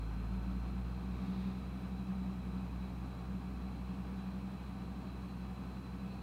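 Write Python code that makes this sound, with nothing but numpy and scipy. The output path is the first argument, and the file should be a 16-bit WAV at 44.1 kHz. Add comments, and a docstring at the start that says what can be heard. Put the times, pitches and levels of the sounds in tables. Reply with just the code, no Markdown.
"""A small diesel tractor booms under full fuel, some way off across a snowy yard, then settles to a hum.
The governor eases the fuel as the engine nears its set speed; the snowblower's blade tones come up
and beat against the exhaust in a quick throb. Over it lie the rush of thrown snow, a light clatter
of metal, a few thin whines and one hissing surge of snow. The tones fade as the tractor drives off."""
import sys
import numpy as np
from scipy import signal
from scipy.fft import rfft, irfft, next_fast_len
from scipy.io import wavfile

SR = 44100
rng = np.random.default_rng(int(sys.argv[2]) if len(sys.argv) > 2 else 0)


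def file_out(sig):
    """Save sig as 16-bit WAV at sys.argv[1]."""
    # one column per channel
    cols = np.atleast_2d(sig).T
    # limit, then scale
    lim = np.clip(cols, -1, 1)
    pcm = np.round(lim * 32767).astype(np.int16)
    wavfile.write(sys.argv[1], SR, pcm)


N = 274302
TIME = np.arange(N) / SR

# the engine's firing rate as it runs up and settles: t/s, f/Hz
FIRING_RATE = [(0, 54.4), (0.2, 55.5), (0.7, 60.4), (1.3, 63.1), (2.25, 63.3), (2.6, 62.2), (3.3, 63.0),
               (3.7, 62.3), (4.45, 64.1), (5.05, 63.4), (6.2, 63.8)]
# three clean exhaust tones, from the firing tone up: base level/dB, change at full fuel/dB
EXHAUST_TONES = [(-48, 8), (-51.5, 2), (-48.5, -3.5)]
# swells in the drone of the third tone: middle t/s, half width/s, lift/dB
DRONE_SWELLS = [(1.35, 0.26, 11), (2.22, 0.4, 10), (4.1, 0.56, 6.5)]
# weaker tones of uneven cylinders and belt-driven parts: multiple of the firing rate, level/dB
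ROUGH_ORDERS = [(1.372, -71), (1.5, -67.5), (1.645, -68), (1.75, -64), (2.25, -66.5), (2.707, -60),
                (3.202, -58.5), (3.5, -70.5), (3.75, -65.5), (4, -69.5), (4.25, -69), (4.64, -66.5),
                (5.6, -74), (7.44, -71.5)]
# resonances of the exhaust pipe: f/Hz, width/Hz, relative level/dB
PIPE_MODES = [(191.9, 6.5, 3), (296, 13.5, -19)]
# colour of the exhaust gas: f/Hz, relative level/dB
RUMBLE_SPECTRUM = [(20, -40), (40, -22), (75, -6), (92, -15), (115, -2), (150, -12), (172, 0), (198, 2.5),
                   (212, -4.5), (265, 0.5), (320, -7.5), (400, -10), (540, -21), (1200, -54.5)]
# colour of snow and air in the chute: f/Hz, relative level/dB
RUSH_SPECTRUM = [(150, -5.5), (400, -2), (580, -2.5), (760, 1), (950, -2.5), (1200, -0.5), (1420, -9.5),
                 (1600, -8), (2050, -13), (2900, -15), (3800, -17), (5000, -22), (8000, -33), (15000, -36)]
# ringing metal, heard from the side and from behind: f/Hz, width/Hz, relative level/dB
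SIDE_MODES = [(740, 140, -6), (1307, 136, 7), (1511, 30, 8.5), (2294, 110, -4), (2590, 340, -2.5),
              (3270, 95, -6), (4055, 80, 0)]
REAR_MODES = [(368, 80, 5), (472, 35, 3.5), (659, 37, 3.5), (768, 55, 9), (934, 95, 7), (1099, 36, 7),
              (1626, 20, 2), (2293, 78, -5.5), (2530, 180, -6.5), (3320, 70, -16), (4010, 155, -5.5),
              (4690, 120, -15)]
# the tractor's heading: t/s, turn (0 side on, 1 facing away)
HEADING = [(0, 0.16), (1.3, 0.37), (3, 0.69), (5, 0.57)]
# the fan's tones: multiple of the blade rate, relative level/dB
BLADE_TONES = [(2, -9), (3, -13.5), (5, -11.5), (6, -1), (7, -29), (9, -20), (10, -23)]
# thin whines: start t/s, end t/s, f/Hz, start level/dB, end level/dB, climb from t/s
WHINES = [(-.2, 1.1, 4177, -77.5, -79, 2.7), (-.2, 4, 4022, -84, -77.5, 3.3),
          (1.4, 3.25, 3910, -78, -77, 2.7), (2.6, 6.5, 4215, -84, -79, 2.7),
          (3.4, 6.5, 3906, -82, -70.5, 2.7)]
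# the partials of each whine: multiple of its pitch, relative level/dB
WHINE_PARTIALS = [(.6395, -4), (1, 0)]
# colour of the background air: f/Hz, relative level/dB
AIR_SPECTRUM = [(20, 14.5), (500, 9.5), (5000, 2), (8000, 1.5), (12500, -1.5), (15000, -2), (15300, 1),
                (15600, -1)]
# colour of the surging snow spray: f/Hz, relative level/dB
HISS_SPECTRUM = [(1500, -10), (2450, 10), (3000, -13), (3750, 9), (4400, 1), (5500, -12), (7500, -25),
                 (12000, -26)]

GOVERNED_HZ, DROOP_HZ = 64.5, 3.8  # no extra fuel at the set firing rate, full fuel a droop below it
BLADES_PER_FIRING = .4705
EXHAUST_RECEDE_DB_PER_S, BLOWER_RECEDE_DB_PER_S = 0.52, 0.75  # the tractor drives off
BLOWER_DB, BLOWER_DB_PER_HZ = -46.5, 1.4  # base level; drop for each Hz the engine lags
RUMBLE_DB, RUSH_DB, AIR_DB = -53, -57.5, -71.5
BOOM_DB, BOOM_FUEL_DB = -57.5, 11.5  # the pipe's boom, and its lift at full fuel
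SURGE_HISS_DB, SURGE_RUMBLE_LIFT_DB, SURGE_RUSH_LIFT_DB = -65.5, 4, 1.9
WHINE_FADE_S, WHINE_FLARE_DB, WHINE_CLIMB_PER_S = 0.13, 1.3, .009  # the climb is a share of the pitch
HIGH_CUT_HZ = 15800


def amp(db):
    """Decibels to gain."""
    return 10 ** (np.asarray(db) / 20)


def unit_rms(x):
    """Scales x to an rms of one."""
    return x / np.sqrt(np.mean(x ** 2) + 1e-20)


def curve(points):
    """Joins (time, value) points with straight ramps."""
    return np.interp(TIME, *np.transpose(points))


def swell(middle_s, half_width_s):
    """A smooth rise to one and back."""
    return np.exp(-((TIME - middle_s) / half_width_s) ** 2)


def filtered(x, gain):
    """Equalises x with a gain given as a function of frequency."""
    size = next_fast_len(N)
    return irfft(rfft(x, size) * gain(np.fft.rfftfreq(size, 1 / SR)), size)[:N]


def coloured(x, spectrum):
    """Colours x with a spectrum, at unit rms."""
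    hz, db = np.transpose(spectrum)
    return unit_rms(filtered(x, lambda f: amp(np.interp(np.log(f + 1), np.log(hz), db))))


def ringing(x, modes):
    """Rings x through a bank of resonances, at unit rms."""
    def peaks(f):
        return sum(amp(db) / (1 + (2 * (f - hz) / width) ** 2) for hz, width, db in modes)
    return unit_rms(filtered(x, peaks))


def wander(rate_hz, size=2048):
    """A random drift of unit rms, mostly slower than the rate."""
    f = np.fft.rfftfreq(size, TIME[-1] / size)
    slow = irfft(rfft(rng.standard_normal(size)) * (f > 0) / (1 + (f / rate_hz) ** 4))
    return np.interp(TIME, np.linspace(0, TIME[-1], size), unit_rms(slow))


def tone(turns, waver, rate_hz):
    """A sine of about unit rms that wavers in level and phase."""
    angle = 2 * np.pi * (turns + rng.random()) + waver * wander(rate_hz)
    return np.sqrt(2) * np.sin(angle) * (1 + waver * wander(rate_hz)) / np.sqrt(1 + waver ** 2)


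def puffs(turns, depth):
    """An envelope that pulses once a turn."""
    return unit_rms(np.exp(depth * np.cos(2 * np.pi * turns)))


def churn(turns, alike, size=1024):
    """Noise in which a share loops with every turn and changes only slowly."""
    position = turns % 1 * size
    loops = np.array([np.interp(position, np.arange(size), p) for p in rng.standard_normal((4, size))])
    blend = np.array([wander(1.46) for _ in loops])
    looped = (blend * loops).sum(0) / np.linalg.norm(blend, axis=0)  # the texture drifts, its power stays
    samples_per_step = N / (turns[-1] * size)
    return np.sqrt(alike / samples_per_step) * looped + np.sqrt(1 - alike) * rng.standard_normal(N)


def engine_hum(firings, fuel):
    """The firings sound three clean exhaust tones that follow the fuel, with weaker, rougher orders."""
    levels_db = [db + fuel_db * fuel - EXHAUST_RECEDE_DB_PER_S * TIME for db, fuel_db in EXHAUST_TONES]
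    levels_db[2] += sum(db * swell(middle, width) for middle, width, db in DRONE_SWELLS)
    hum = sum(amp(db) * tone(k * firings, waver=.035 * k, rate_hz=6) for k, db in enumerate(levels_db, 1))
    rough = sum(amp(db) * tone(k * firings, waver=0.35, rate_hz=3.2) for k, db in ROUGH_ORDERS)
    return hum + rough


def exhaust_rumble(firings, fuel, surge):
    """Gas leaves the pipe in puffs, and the pipe booms at its own pitches when the engine pulls hard."""
    gas = rng.standard_normal(N) * puffs(firings, depth=0.26)
    rumble = amp(RUMBLE_DB + SURGE_RUMBLE_LIFT_DB * surge) * coloured(gas, RUMBLE_SPECTRUM)
    boom = amp(BOOM_DB + BOOM_FUEL_DB * fuel ** 2) * ringing(rng.standard_normal(N), PIPE_MODES)
    return rumble + boom


def snow_rush(blades, surge):
    """The three-bladed fan flings snow and air up the chute in a slightly lumpy flow."""
    flow = churn(blades / 3, alike=.45)
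    flutter_db = 0.61 * wander(rate_hz=17)
    return amp(RUSH_DB + SURGE_RUSH_LIFT_DB * surge + flutter_db) * coloured(flow, RUSH_SPECTRUM)


def metal_clatter(firings):
    """Each engine cycle shakes the metal; side panels crossfade to rear ones as the tractor turns away."""
    knocks = churn(firings / 4, alike=.5) * puffs(firings, depth=.2)
    turned = curve(HEADING)
    side = amp(-64.0) * np.sqrt(1 - turned) * ringing(knocks, SIDE_MODES)
    rear = amp(-61.5) * np.sqrt(turned) * ringing(knocks, REAR_MODES)
    flutter_db = 0.49 * wander(rate_hz=7.7)
    return amp(flutter_db) * (side + rear)


def blower_throb(blades, lag_hz):
    """Blades pass the chute; their sixth harmonic lies just under the engine's third and beats with it."""
    level_db = BLOWER_DB - BLOWER_DB_PER_HZ * lag_hz - BLOWER_RECEDE_DB_PER_S * TIME
    return amp(level_db) * sum(amp(db) * tone(k * blades, waver=.18, rate_hz=3) for k, db in BLADE_TONES)


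def whine(start, end, hz, start_db, end_db, climb_s):
    """Two high partials fade in, flutter and flare; if still sounding at climb_s, they creep upward."""
    pitch_hz = hz * (1 + WHINE_CLIMB_PER_S * np.maximum(TIME - climb_s, 0))
    turns = np.cumsum(pitch_hz) / SR
    fade = np.clip(np.minimum(TIME - start, end - TIME) / WHINE_FADE_S, 0, 1)
    level_db = curve([(start, start_db), (end, end_db)]) + WHINE_FLARE_DB * wander(rate_hz=7)
    partials = sum(amp(db) * tone(k * turns, waver=.36, rate_hz=12) for k, db in WHINE_PARTIALS)
    return fade * amp(level_db) * partials


def still_air():
    """A faint, steady bed of noise under everything."""
    return amp(AIR_DB) * coloured(rng.standard_normal(N), AIR_SPECTRUM)


def snow_hiss(surge):
    """One surge of thrown snow swells into a soft, bright hiss and dies away."""
    return amp(SURGE_HISS_DB) * surge * coloured(rng.standard_normal(N), HISS_SPECTRUM)


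def scene():
    """The engine's speed sets the fuel and, through a fixed gear, the blower's pace; the mix is mono."""
    firing_hz = curve(FIRING_RATE)
    lag_hz = GOVERNED_HZ - firing_hz
    fuel = np.clip(lag_hz / DROOP_HZ, 0, 1)
    surge = swell(middle_s=1.365, half_width_s=0.27)
    firings = np.cumsum(firing_hz) / SR  # running count
    blades = BLADES_PER_FIRING * firings
    tractor = engine_hum(firings, fuel) + exhaust_rumble(firings, fuel, surge) + metal_clatter(firings)
    whines = sum(whine(*row) for row in WHINES)
    snowblower = blower_throb(blades, lag_hz) + snow_rush(blades, surge) + snow_hiss(surge)
    return (tractor + whines + snowblower + still_air())[None]


def record(dry):
    """A steep high cut takes off the very top of the treble."""
    taps = signal.firwin(511, HIGH_CUT_HZ, window=("kaiser", 9), fs=SR)
    return signal.oaconvolve(dry, taps[None], "same")


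dry = scene()
out = record(dry)
file_out(out)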